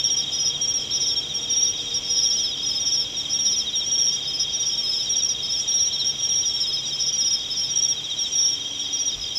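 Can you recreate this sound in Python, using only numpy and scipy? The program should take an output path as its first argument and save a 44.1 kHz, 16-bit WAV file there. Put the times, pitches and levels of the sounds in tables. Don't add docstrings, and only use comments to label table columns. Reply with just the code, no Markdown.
import sys
import numpy as np
from scipy import signal
from scipy.fft import rfft, irfft
from scipy.io import wavfile

SR = 44100
rng = np.random.default_rng(int(sys.argv[2]) if len(sys.argv) > 2 else 0)


def inscribe(sig):
    pcm = np.round(np.clip(np.atleast_2d(sig).T, -1, 1) * 32767)
    wavfile.write(sys.argv[1], SR, pcm.astype(np.int16))


N = 413658
TIME = np.arange(N) / SR
HZ_PER_DB = 11
RASP_PERIOD_S = .1334
CUTOFF_HZ = 13650

FIELD_VOICES = { "lowest": (5225, .051, 70, 60, .008, .061, .15, -20.5, 1.2),
                "low": (5305, .052, 55, 50, .008, .0665, .15, -21.0, 1.5),
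                "middle": (5570, .053, 72, 90, .009, .0615, .132, -19.2, 1.5),
                "nearest": (5690, .06, 125, 220, .0065, .0638, .16, -18.0, -.3),
                "highest": (5808, .055, 205, 120, .008, .063, .137, -19.2, 1.0)}
FIELD_CHIRPS = { "lowest": [(.322, -8), (2.087, -9), (2.628, -7), (4.273, -10), (4.832, -8), (6.606, -10),
                (7.206, -8), (9.36, -10)], "low": [(.942, -6), (2.299, -9), (2.866, -9), (3.448, -4),
                (4.863, -9), (5.43, -6), (6.926, -8), (7.503, -8), (9.353, -10)], "middle": [(-.087, -9),
                (1.04, -1.5), (2.175, -8), (2.849, -12), (3.958, -9), (4.654, -10), (5.925, -4),
                (6.478, -10), (8.39, -12)], "nearest": [(.038, -5), (.613, -3), (1.501, -4), (2.1, -1),
                (3.327, -5.5), (3.915, -.5), (5.095, -9), (5.679, -2), (6.226, -.5), (7.179, -8),
                (7.755, -3), (8.351, -1)], "highest": [(.333, -12), (.936, -10), (1.548, -7), (2.265, -8),
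                (2.795, -2), (3.435, -6), (3.997, -3), (4.535, -2.5), (5.162, -6), (5.726, -3), (6.326, -6),
                (7.002, -6), (7.696, -6), (8.32, -9), (8.929, -6)]}
# (frequency shift [Hz], level against the chirp [dB]); a shift far below zero mirrors the glide
TONE_SHIFTS = [(-3900, -38.5), (3900.5, -33.5), (6874, -41), (7801, -47.5), (-15480, -40), (-16600, -39),
               (-17000, -52)]
TREE_VOICES = { "quick": (3865, .039, 315, 30, .0461, 1), "slow": (3965, .048, 470, 40, .0683, 4),
               "high": (4190, .048, 640, 60, .0705, 10)}
TREE_TRILLS = { "quick": [(-.012, 3, -28), (.172, 5, -28), (.445, 3, -28), (.9, 5, -34), (1.378, 7, -28.5),
               (1.735, 2, -26), (1.856, 3, -27), (2.047, 4, -32), (2.58, 11, -30), (3.144, 3, -27.5),
               (3.331, 2, -28.5), (3.888, 3, -32), (4.064, 6, -28), (4.387, 6, -29), (4.724, 2, -28),
               (5.291, 6, -29), (5.618, 5, -29), (5.901, 8, -31), (6.981, 3, -30), (7.164, 9, -29),
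               (7.631, 2, -28), (8.324, 8, -30.5), (8.748, 6, -30), (9.071, 2, -28), (9.213, 3, -29)],
               "slow": [(.948, 6, -26.5), (2.168, 6, -26.5), (3.454, 6, -25), (4.849, 6, -25.5),
               (6.284, 10, -26.5), (7.756, 8, -26)], "high": [(.624, 5, -35), (5.712, 5, -24.5)]}
# (time [s], rasps [count], level before a common gain [dB])
RASPING = [(.056, 4, -40.5), (1.5, 10, -40), (4.089, 11, -39.8), (6.588, 9, -39.2), (8.828, 4, -39.5)]
# (pitch at mid-stroke [Hz], largest offset of a singer [Hz], fall in a stroke [Hz],
# nominal stroke rate [1/s], rms level [dB])
FAR_GROUPS = [(3236, 52, 275, 43, -33.2), (3690, 170, 403, 19, -43), (5740, 110, 195, 15.5, -39.7),
              (5220, 260, 314, 17, -45.3)]
# (frequency [Hz], relative density [dB])
AIR_SPECTRUM = [(20, -19), (50, -1), (75, -1), (125, -0.5), (200, -5), (400, -4.5), (800, -8.5),
                (1600, -15), (2100, -12.5), (2550, -6), (3100, -7), (4300, -14), (4900, -9), (6500, -12),
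                (7700, -19.5), (8400, -31.5), (13500, -28.5)]
# (frequency [Hz], side against middle [dB])
AIR_WIDTH = [(30, -35), (70, -28), (160, -22), (350, -18), (700, -21), (1400, -30), (3000, -42),
             (9000, -42)]
# (time [s], level [dB])
TRAFFIC_COURSE = [(0.0, -46.5), (0.78, -45.5), (9.38, -49)]
# (time [s], rms level of the 2nd, 3rd and 4th multiple of the firing rate [dB each])
ENGINE_ORDERS = [(0, -51.5, -60, -55), (2, -54.5, -62, -54.5), (3.1, -57, -57.5, -56),
                 (4.5, -57.5, -56, -61.5), (6.2, -52, -61.5, -69), (7.2, -54.5, -62, -63),
                 (8.3, -57, -66, -55), (9.38, -58, -62, -57.5)]
# (time [s], pitch [Hz], rms level [dB])
WHINE_COURSE = [(0, 463, -56.5), (1.2, 474, -55), (1.6, 471.8, -51.5), (2.15, 476, -51), (2.4, 468, -58),
                (4.6, 468, -67), (5.3, 471, -56), (5.8, 478, -72), (9.38, 468, -80)]
# (time [s], level [dB])
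BUMP_COURSE = [(9.0, -87), (9.17, -47), (9.26, -54), (9.37, -71)]


def from_db(db):
    return np.exp(np.asarray(db) * (np.log(10) / 20))


def rms_one(x):
    return x / np.sqrt(np.mean(np.abs(x) ** 2) + 1e-20)


def in_time(rows):
    s, *columns = np.transpose(rows)
    return [np.interp(TIME, s, column) for column in columns]


def at_hz(points, hz):
    point_hz, point_db = np.transpose(points)
    return np.interp(np.log(hz + 1e-9), np.log(point_hz), point_db)


def drift(rate, t=TIME):
    knots = rng.standard_normal(int(N / SR * rate) + 2)
    return rms_one(np.interp(t * rate, np.arange(len(knots)), knots))


def band_noise(low_hz, high_hz):
    band = signal.butter(2, [low_hz, high_hz], "band", fs=SR, output="sos")
    return signal.sosfilt(band, rng.standard_normal(N))


def add(track, s, sound):
    at = int(round(s * SR))
    lo, hi = max(at, 0), min(at + len(sound), N)
    if hi > lo:
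        track[lo:hi] += sound[lo - at:hi - at]


def stroke(pitch_hz, length, fall_hz, droop_hz):
    u = np.linspace(0, 1, max(int(length * SR), 2))
    hz = pitch_hz - fall_hz * u - droop_hz * u ** 6
    return u, np.exp(2j * np.pi * np.cumsum(hz) / SR)


def field_crickets(fade=3.53, uneven=0.18, tooth_db=1.0, level_db=0.5, uneven_db=.4):
    out = np.zeros(N, complex)
    for singer, voice in FIELD_VOICES.items():
        pitch_hz, length, fall_hz, droop_hz, rise, period, head_start, peak_db, swell_db = voice
        for s, lead_db in FIELD_CHIRPS[singer]:
            for delay, effort_db in chirp(period, head_start, lead_db, swell_db):
                bite, release = np.exp(uneven * rng.standard_normal(2))
                effort_db = effort_db + uneven_db * rng.normal()
                u, tone = stroke(pitch_hz + HZ_PER_DB * effort_db, length, fall_hz, droop_hz)
                onset = np.tanh(u * length / (rise * bite))
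                pressure = onset * (1 - u ** (fade * release))
                add(out, s + delay - rise / 2, from_db(peak_db + effort_db) * pressure * tone)
    return out * from_db(level_db + tooth_db * drift(400))


def chirp(period, head_start, lead_db, swell_db):
    return [(-head_start, lead_db), (0, -2 * swell_db), (period, -swell_db), (2 * period, 0)]


def shifted_copies_and_octave(song, octave_db=-42):
    copies = sum(from_db(db) * song * np.exp(2j * np.pi * shift_hz * TIME) for shift_hz, db in TONE_SHIFTS)
    octave = song * np.exp(1j * np.angle(song))
    return (copies + from_db(octave_db) * octave).real


def tree_crickets(uneven_db=1.4, uneven_hz=16, level_db=1.3, roundness=0.65):
    out = np.zeros(N)
    for singer, (pitch_hz, length, fall_hz, droop_hz, period, swell_db) in TREE_VOICES.items():
        for s, strokes, peak_db in TREE_TRILLS[singer]:
            for k, (loud, sharp) in enumerate(rng.standard_normal((round(strokes), 2))):
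                u, tone = stroke(pitch_hz + uneven_hz * sharp, length, fall_hz, droop_hz)
                softness_db = swell_db * (1 - k / strokes) ** 2
                db = peak_db + level_db - softness_db + uneven_db * loud
                pressure = np.abs(np.sin(np.pi * u)) ** roundness
                add(out, s + k * period, from_db(db) * pressure * tone.real)
    return out


def rasps(level_db=8, first_db=-3, jitter_s=.003):
    out = np.zeros(N)
    for s, repeats, db in RASPING:
        for k in range(round(repeats)):
            start = s + k * RASP_PERIOD_S + jitter_s * rng.normal()
            gain = from_db(db + level_db + first_db * (k == 0))
            for delay, sound in rasp_strokes():
                add(out, start + delay, gain * sound)
    return out


def rasp_strokes(pitch_hz=5600, fall_hz=1150, uneven_hz=70, length=.0125, period=.0135, count=4):
    for k, (loud, sharp) in enumerate(rng.standard_normal((count, 2))):
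        u, tone = stroke(pitch_hz + uneven_hz * sharp, length, fall_hz, 0)
        yield k * period, from_db(loud) * np.sin(np.pi * u ** .8) * tone.real


def far_chorus(wander_hz=42, swell_db=2.0, count=6, size=16):
    out = np.zeros(N)
    t = TIME[::size]
    for pitch_hz, spread_hz, fall_hz, per_s, db in FAR_GROUPS:
        group = np.zeros(N)
        for place in np.linspace(-1, 1, count):
            tempo = per_s * (1 + .04 * rng.normal() + .04 * drift(3, t))
            u = (rng.random() + np.cumsum(tempo) * size / SR) % 1
            singer_hz = pitch_hz + spread_hz * place * abs(place)
            hz = singer_hz + wander_hz * drift(per_s, t) + fall_hz * (.5 - u)
            pressure = np.sin(np.pi * u) ** 2 * from_db(swell_db * drift(4.3, t))
            phase = np.cumsum(np.repeat(2 * np.pi * hz / SR, size)[:N])
            group += np.interp(TIME, t, pressure) * np.sin(phase)
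        out += from_db(db) * rms_one(group)
    return out


def bank_scatter(x, t60=0.28):
    t = TIME[:SR // 2]
    tail = rng.standard_normal(len(t)) * from_db(-60 * t / t60) * (t > .004)
    return signal.fftconvolve(x, tail / np.linalg.norm(tail))[:N]


def high_sizzle(low_hz=6300, high_hz=7600, level_db=-55, flicker_db=4):
    return from_db(level_db) * rms_one(band_noise(low_hz, high_hz) * from_db(flicker_db * drift(16)))


def traffic_and_air(level_db=-41.0, rumble_edge_hz=900):
    hz = np.arange(N // 2 + 1) * SR / N
    shape = from_db(at_hz(AIR_SPECTRUM, hz)) * np.minimum(hz / 20, 1)
    mid, side = rfft(rng.standard_normal((2, N))) * shape
    left_right = mid + from_db(at_hz(AIR_WIDTH, hz)) * side * [[1], [-1]]
    air = rms_one(irfft(left_right, N))
    rumble = signal.sosfilt(signal.butter(1, rumble_edge_hz, fs=SR, output="sos"), air)
    traffic_db, = in_time(TRAFFIC_COURSE)
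    rumble_gain = from_db(traffic_db - traffic_db.mean())
    return from_db(level_db) * (air + rumble * (rumble_gain - 1))


def far_hum(firing_hz=70.63, fading_db=2.0, waver=0.0062):
    turn = 2 * np.pi * np.cumsum(firing_hz * (1 + waver * drift(5))) / SR
    engine = np.zeros(N)
    for order, db in enumerate(in_time(ENGINE_ORDERS), 2):
        engine += from_db(db + fading_db * drift(3.9)) * np.sin(order * turn)
    whine_hz, whine_db = in_time(WHINE_COURSE)
    whine_phase = 2 * np.pi * np.cumsum(whine_hz + 2 * drift(27)) / SR
    whine = from_db(whine_db + 2 * drift(8)) * np.sin(whine_phase)
    return np.sqrt(2) * (engine + whine)


def low_bump(low_hz=40, high_hz=85):
    bump_db, = in_time(BUMP_COURSE)
    return from_db(bump_db) * rms_one(band_noise(low_hz, high_hz))


def scene(near_wet_db=-18, far_wet_db=-13):
    song, chorus = field_crickets(), far_chorus()
    near = song.real + shifted_copies_and_octave(song) + tree_crickets() + rasps()
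    scattered = bank_scatter(from_db(near_wet_db) * near + from_db(far_wet_db) * chorus)
    return near + chorus + scattered + high_sizzle() + traffic_and_air() + far_hum() + low_bump()


def record(dry):
    return signal.sosfilt(signal.ellip(10, .1, 80, CUTOFF_HZ, fs=SR, output="sos"), dry)


dry = scene()
out = record(dry)
inscribe(out)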